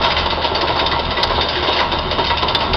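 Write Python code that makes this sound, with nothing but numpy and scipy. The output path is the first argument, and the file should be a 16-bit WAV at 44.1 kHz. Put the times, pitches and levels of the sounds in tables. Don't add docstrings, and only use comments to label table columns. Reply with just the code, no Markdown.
import sys
import numpy as np
from scipy import signal
from scipy.fft import rfft, irfft
from scipy.io import wavfile
from scipy.ndimage import uniform_filter1d

SR = 44100
rng = np.random.default_rng(int(sys.argv[2]) if len(sys.argv) > 2 else 0)


def transcribe(signal):
    frames = np.atleast_2d(signal).T
    limited = np.clip(frames, -1, 1)
    pcm = np.round(limited * 32767).astype(np.int16)
    wavfile.write(sys.argv[1], SR, pcm)


N = 121716
TIME = np.arange(N) / SR
FREQS = np.maximum(np.fft.rfftfreq(N, 1 / SR), 1)

CLATTER_EDGES_HZ = [1450, 2600, 4100, 6400]
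SHAKER_HZ, SHAKER_WANDER = 16.1, 0.011
ENGINE_WANDER = 0.0059


def from_db(db):
    return 10 ** (np.asarray(db) / 20)


def rms_one(x):
    return x / np.sqrt(np.mean(x ** 2) + 1e-20)


def drift(hz):
    smoothing = (1 + (FREQS / hz) ** 2) ** 2
    return rms_one(irfft(rfft(rng.standard_normal(N)) / smoothing, N))


def colour(x, spectrum, low, high):
    hz, db = np.transpose(spectrum)
    edges = ((1 + (low / FREQS) ** 24) * (1 + (FREQS / high) ** 24)) ** -.5
    tint = from_db(np.interp(np.log(FREQS), np.log(hz), db))
    return rms_one(irfft(rfft(x) * edges * tint, N))


def contacts(per_s, spread_db):
    sizes = from_db(spread_db * np.minimum(rng.exponential(1, N), 4))
    signs = rng.choice([-1, 1], N)
    return sizes * signs * (rng.random(N) < per_s / SR)


def even(x, span_s):
    power = uniform_filter1d(x ** 2, max(int(span_s * SR), 2))
    return x / np.sqrt(power + 1e-6)


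def pressure(rows, zone, attack_s, hold_s, floor_db):
    power = np.full(N, from_db(floor_db) ** 2)
    for s, decay_s, *db in rows:
        age = TIME - s
        attack = np.clip(age / attack_s, 0, 1)
        decay = np.exp(-np.maximum(age - hold_s, 0) / decay_s)
        power += (from_db(db[zone]) * attack * decay) ** 2
    return np.sqrt(power)


def rotor(hz, orders, wander, flutter_db):
    phase = 2 * np.pi * np.cumsum(hz * (1 + wander * drift(4))) / SR
    out = 0
    for multiple, db in orders:
        level = from_db(db + flutter_db * drift(12))
        out = out + np.sqrt(2) * level * np.sin(multiple * phase + rng.uniform(0, 2 * np.pi))
    return out


def clatter():
    # [t/s, decay/s, low, middle and high treble level/dB]
    bursts = [(0.0141, 0.06, -24.5, -24, -26.5), (0.0361, 0.041, -20, -17.5, -28.5),
              (0.1, 0.02, -19.5, -20.5, -27), (0.1173, 0.006, -20.5, -23.5, -19.5),
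              (0.162, 0.049, -19, -19, -30), (0.179, 0.032, -37, -33.5, -24.5),
              (0.2561, 0.013, -26, -20, -27), (0.3, 0.027, -23.5, -20, -25.5),
              (0.4135, 0.042, -25.5, -23.5, -33), (0.439, 0.03, -26.5, -19, -26),
              (0.545, 0.031, -23.5, -20, -27), (0.608, 0.017, -21, -20.5, -21),
              (0.6708, 0.047, -21.5, -21, -29.5), (0.757, 0.035, -28, -29.5, -29),
              (0.789, 0.02, -18.5, -17.5, -24), (0.8587, 0.013, -25, -17, -21.5),
              (0.911, 0.034, -21, -22.5, -28), (0.9898, 0.0082, -28, -21.5, -25.5),
              (1.048, 0.01, -35, -23.5, -34), (1.103, 0.021, -24, -22, -26.5),
              (1.167, 0.073, -24.5, -24, -34), (1.228, 0.0081, -19.5, -14, -13.5),
              (1.294, 0.043, -23.5, -27.5, -29.5), (1.3473, 0.092, -28.5, -23, -42),
              (1.408, 0.022, -20, -21.5, -20.5), (1.483, 0.025, -24, -20.5, -22.5),
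              (1.525, 0.077, -29, -26.5, -33.5), (1.551, 0.055, -22, -23.5, -32),
              (1.6246, 0.056, -23, -25, -27), (1.669, 0.056, -27, -18.5, -42),
              (1.7228, 0.036, -26.5, -20.5, -25.5), (1.7608, 0.032, -25, -20.5, -26),
              (1.783, 0.043, -17.5, -24.5, -27.5), (1.8, 0.0035, -17.5, -19, -23),
              (1.9145, 0.026, -23, -19.5, -27), (1.9841, 0.0049, -51, -19.5, -23.5),
              (2.1082, 0.023, -24, -20.5, -25), (2.1832, 0.037, -24, -22, -31.5),
              (2.2393, 0.033, -25.5, -23, -26.5), (2.2629, 0.019, -30, -20.5, -23),
              (2.297, 0.02, -19, -18, -33), (2.3693, 0.022, -25, -19.5, -25),
              (2.4206, 0.013, -24.5, -16.5, -28), (2.4796, 0.018, -24.5, -17.5, -24),
              (2.5454, 0.0087, -17, -14, -19.5), (2.6025, 0.038, -23.5, -21.5, -27.5),
              (2.7303, 0.017, -19, -17.5, -23.5)]
    grind_db = [-32, -30.5, -41]
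    # [f/Hz, level/dB per Hz]
    stones = [(1400, 4), (1600, 3.5), (1780, -1.5), (2000, 3.5), (2400, -5.5), (2950, 0), (3300, -1.5),
              (3650, -1), (4150, -5.5), (4550, 0.5), (5000, -1), (5250, -4.5), (5500, -15.5), (5900, -18.5),
              (6300, -37.5)]
    clicks = shifting(contacts(per_s=2600, spread_db=0))
    out = 0
    for zone, floor_db in enumerate(grind_db):
        low, high = CLATTER_EDGES_HZ[zone], CLATTER_EDGES_HZ[zone + 1]
        grain = even(colour(clicks, stones, low, high), span_s=.012)
        out = out + grain * pressure(bursts, zone, attack_s=0.0045, hold_s=0.0069, floor_db=floor_db)
    return from_db(-1.06) * out


def shifting(x):
    width_hz, swing_db, change_hz = 110, 2, 23.6
    spectrum, out = rfft(x), 0
    for hz in np.linspace(CLATTER_EDGES_HZ[0], CLATTER_EDGES_HZ[-1], 26):
        part = irfft(spectrum * np.exp(-((FREQS - hz) / width_hz) ** 2), N)
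        out = out + part * from_db(swing_db * np.clip(drift(change_hz), -2, 2))
    return out


def knocks():
    # [t/s, decay/s, thud level/dB, clang level/dB]
    blows = [(0.006, 0.16, -23.5, -20), (0.041, 0.11, -26, -19.5), (0.1669, 0.066, -25, -25.5),
             (0.2584, 0.0082, -22.5, -16.5), (0.3203, 0.0085, -22, -18.5), (0.3717, 0.034, -21, -22.5),
             (0.4403, 0.033, -19, -22), (0.512, 0.014, -23, -23.5), (0.549, 0.16, -22.5, -22.5),
             (0.625, 0.022, -22, -19), (0.688, 0.025, -18.5, -21.5), (0.7552, 0.14, -27, -18),
             (0.811, 0.026, -19, -27), (0.9246, 0.042, -26.5, -18.5), (0.989, 0.0044, -19, -27),
             (1.111, 0.018, -26, -21.5), (1.172, 0.087, -21.5, -20.5), (1.2379, 0.0047, -25, -18.5),
             (1.2993, 0.032, -19.5, -19.5), (1.3769, 0.024, -18.5, -17.5), (1.4431, 0.11, -23.5, -31),
             (1.626, 0.085, -21.5, -21.5), (1.684, 0.015, -18, -18.5), (1.749, 0.075, -23.5, -22.5),
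             (1.799, 0.053, -22.5, -18.5), (1.9267, 0.032, -21.5, -17.5), (1.984, 0.017, -23.5, -26),
             (2.1143, 0.016, -20, -26), (2.1785, 0.033, -17.5, -19.5), (2.2995, 0.033, -24.5, -19.5),
             (2.424, 0.048, -21, -20), (2.494, 0.02, -22.5, -19.5), (2.5481, 0.05, -23.5, -22),
             (2.608, 0.063, -24, -18.5), (2.7383, 0.007, -20, -18.5)]
    edges_hz = [280, 760, 1450]
    judder_db = [-29, -25]
    # [f/Hz, level/dB per Hz]
    plate = [(250, 1), (320, -2.5), (400, -2), (480, 0), (620, 3), (760, -6.5), (900, 2.5), (1090, 0),
             (1200, -8), (1370, -3), (1550, -19)]
    clicks = contacts(per_s=1200, spread_db=-0.5)
    out = 0
    for zone, floor_db in enumerate(judder_db):
        grain = even(colour(clicks, plate, edges_hz[zone], edges_hz[zone + 1]), span_s=.018)
        out = out + grain * pressure(blows, zone, attack_s=.003, hold_s=0.014, floor_db=floor_db)
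    return from_db(-0.89) * out


def steel(force):
    # [f/Hz, width/Hz, level against the contacts/dB]
    modes = [(370, 18, 4), (674, 44, -10), (945, 9, -0.5), (1107, 8.2, -3), (1358, 19, -4.5),
             (2010, 23, -16), (2930, 11, -2.5), (3114, 32, -1), (3540, 25, -4), (3685, 41, 4.5),
             (4660, 26, -13.5)]
    swing_db = 2.5
    out = force.copy()
    for hz, width_hz, db in modes:
        r = np.exp(-np.pi * width_hz / SR)
        drive = force * from_db(swing_db * drift(3.6))
        poles = [1, -2 * r * np.cos(2 * np.pi * hz / SR), r * r]
        out += from_db(db) * (1 - r * r) / 2 * signal.lfilter([1, 0, -1], poles, drive)
    return from_db(-1.5) * out


def cracks():
    # [t/s, peak level/dB]
    hard_blows = [(0.0479, -2.5), (.5517, -7), (1.2413, -3.5), (1.2499, -11), (1.6938, -6), (1.804, -7),
                  (2.1845, -10), (2.4337, -6), (2.5517, -7)]
    # [f/Hz, level/dB]
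    crack_modes = [(760, -6.5), (1080, -9), (3150, -15.5)]
    t60_s = 0.0088
    clicks, out = np.full(N, 1e-18), 0
    for s, db in hard_blows:
        clicks[int(s * SR)] = from_db(db)
    r = from_db(-60 / (t60_s * SR))
    for hz, db in crack_modes:
        w = 2 * np.pi * hz / SR
        mode = signal.lfilter([1, -r * np.cos(w)], [1, -2 * r * np.cos(w), r * r], clicks)
        out = out + from_db(db) * mode
    return out


def rings():
    # [t/s, f/Hz, level/dB]
    sung_modes = [(0.051, 945, -14.5), (.775, 4480, -23.5), (0.249, 951, -23), (.435, 942, -17),
                  (.508, 379, -24), (.549, 4580, -18.5), (.622, 360.6, -24.5), (.625, 945, -21),
                  (.69, 951, -21.5), (0.804, 926, -22), (.913, 1970, -24.5), (0.951, 942, -17),
                  (1.167, 1964, -20.5), (1.167, 3710, -23), (1.229, 4893, -23.5), (1.3, 1033, -22.5),
                  (1.405, 3605, -18), (1.42, 392, -25.5), (1.56, 355, -21.5), (1.575, 3687, -21.5),
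                  (1.677, 608, -21.5), (1.7, 3714, -20.5), (1.79, 3700, -21), (1.797, 1018, -19.5),
                  (1.915, 355, -28.5), (2.05, 376, -24.5), (2.179, 368, -25.5), (2.19, 939, -16.5),
                  (2.299, 1956, -25.5), (2.3, 934.5, -18.5), (2.42, 1017, -19), (2.426, 385, -24),
                  (2.483, 3610, -20.5), (2.548, 3560, -14), (2.69, 366, -23.5), (2.732, 4548, -23)]
    decay_s, decay_slope = 0.04, 0.67
    rise_share = 0.24
    waver = 2 * np.pi * np.cumsum(5.88 * drift(40)) / SR
    out = 0
    for s, hz, db in sung_modes:
        age = (TIME - s) / (decay_s * min(1000 / hz, 1) ** decay_slope)
        level = np.clip(age / rise_share, 0, 1) * np.exp(-np.maximum(age - rise_share, 0))
        out = out + np.sqrt(2) * from_db(db) * level * np.sin(2 * np.pi * hz * TIME + waver)
    return out


def yard(x):
    # [delay t/s, level/dB]
    echoes = [(0.0118, -22), (.023, -21), (.041, -15)]
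    return x + sum(from_db(db) * np.interp(TIME - s, TIME, x, left=0) for s, db in echoes)


def rumble(shaking_db):
    # [f/Hz, level/dB per Hz]
    ground_tone = [(25, -12), (50, -10.5), (100, -5), (130, -3), (200, -6), (300, -10.5)]
    ground = even(colour(rng.standard_normal(N), ground_tone, 22, 290), span_s=0.081)
    lumps_db = 1.65 * drift(25)
    return ground * from_db(-4.5 + shaking_db + lumps_db)


def shaker():
    # [multiple of the stroke rate, level/dB]
    shaker_tones = [(1, -48), (3, -46), (4, -44), (7, -45), (8, -46)]
    return rotor(SHAKER_HZ, shaker_tones, SHAKER_WANDER, flutter_db=2.0)


def bounce():
    return rotor(SHAKER_HZ, [(2, -38)], SHAKER_WANDER, flutter_db=4.3)


def engine():
    # [multiple of the firing rate, level/dB]
    engine_tones = [(1, -31), (1.5, -42), (2.5, -47)]
    return rotor(74.6, engine_tones, ENGINE_WANDER, flutter_db=2.5)


def hum():
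    return rotor(244.246, [(1, -43.5)], ENGINE_WANDER, flutter_db=1.5)


def scene():
    # [t/s, level/dB]
    shaking_course = [(0, -27), (.17, -27.5), (.36, -26), (.44, -31.5), (.57, -27.5), (.65, -30.5),
                      (.71, -27), (.8, -28.5), (.88, -25.5), (1.0, -28), (1.09, -25), (1.18, -29),
                      (1.35, -24.5), (1.48, -30.5), (1.78, -29), (1.88, -25.5), (2.54, -26.5), (2.7, -25.5)]
    shaking_db = np.interp(TIME, *np.transpose(shaking_course))
    swell = from_db(1.1 * (shaking_db - shaking_db.mean()))
    rattle = yard(steel(clatter() + knocks()) + cracks()) + rings()
    bass = rumble(shaking_db) + swell * (shaker() + engine()) + swell ** 2 * bounce()
    return (rattle + bass + hum())[None]


def record(dry):
    dull_hz, cutoff_hz = 6080, 15900
    ceiling, knee = 0.78, 30
    dull = signal.sosfilt(signal.ellip(10, .2, 80, dull_hz, fs=SR, output="sos"), dry)
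    squashed = dull / (1 + np.abs(dull / ceiling) ** (2 * knee)) ** (.5 / knee)
    return signal.sosfilt(signal.ellip(10, .2, 80, cutoff_hz, fs=SR, output="sos"), squashed)


dry = scene()
out = record(dry)
transcribe(out)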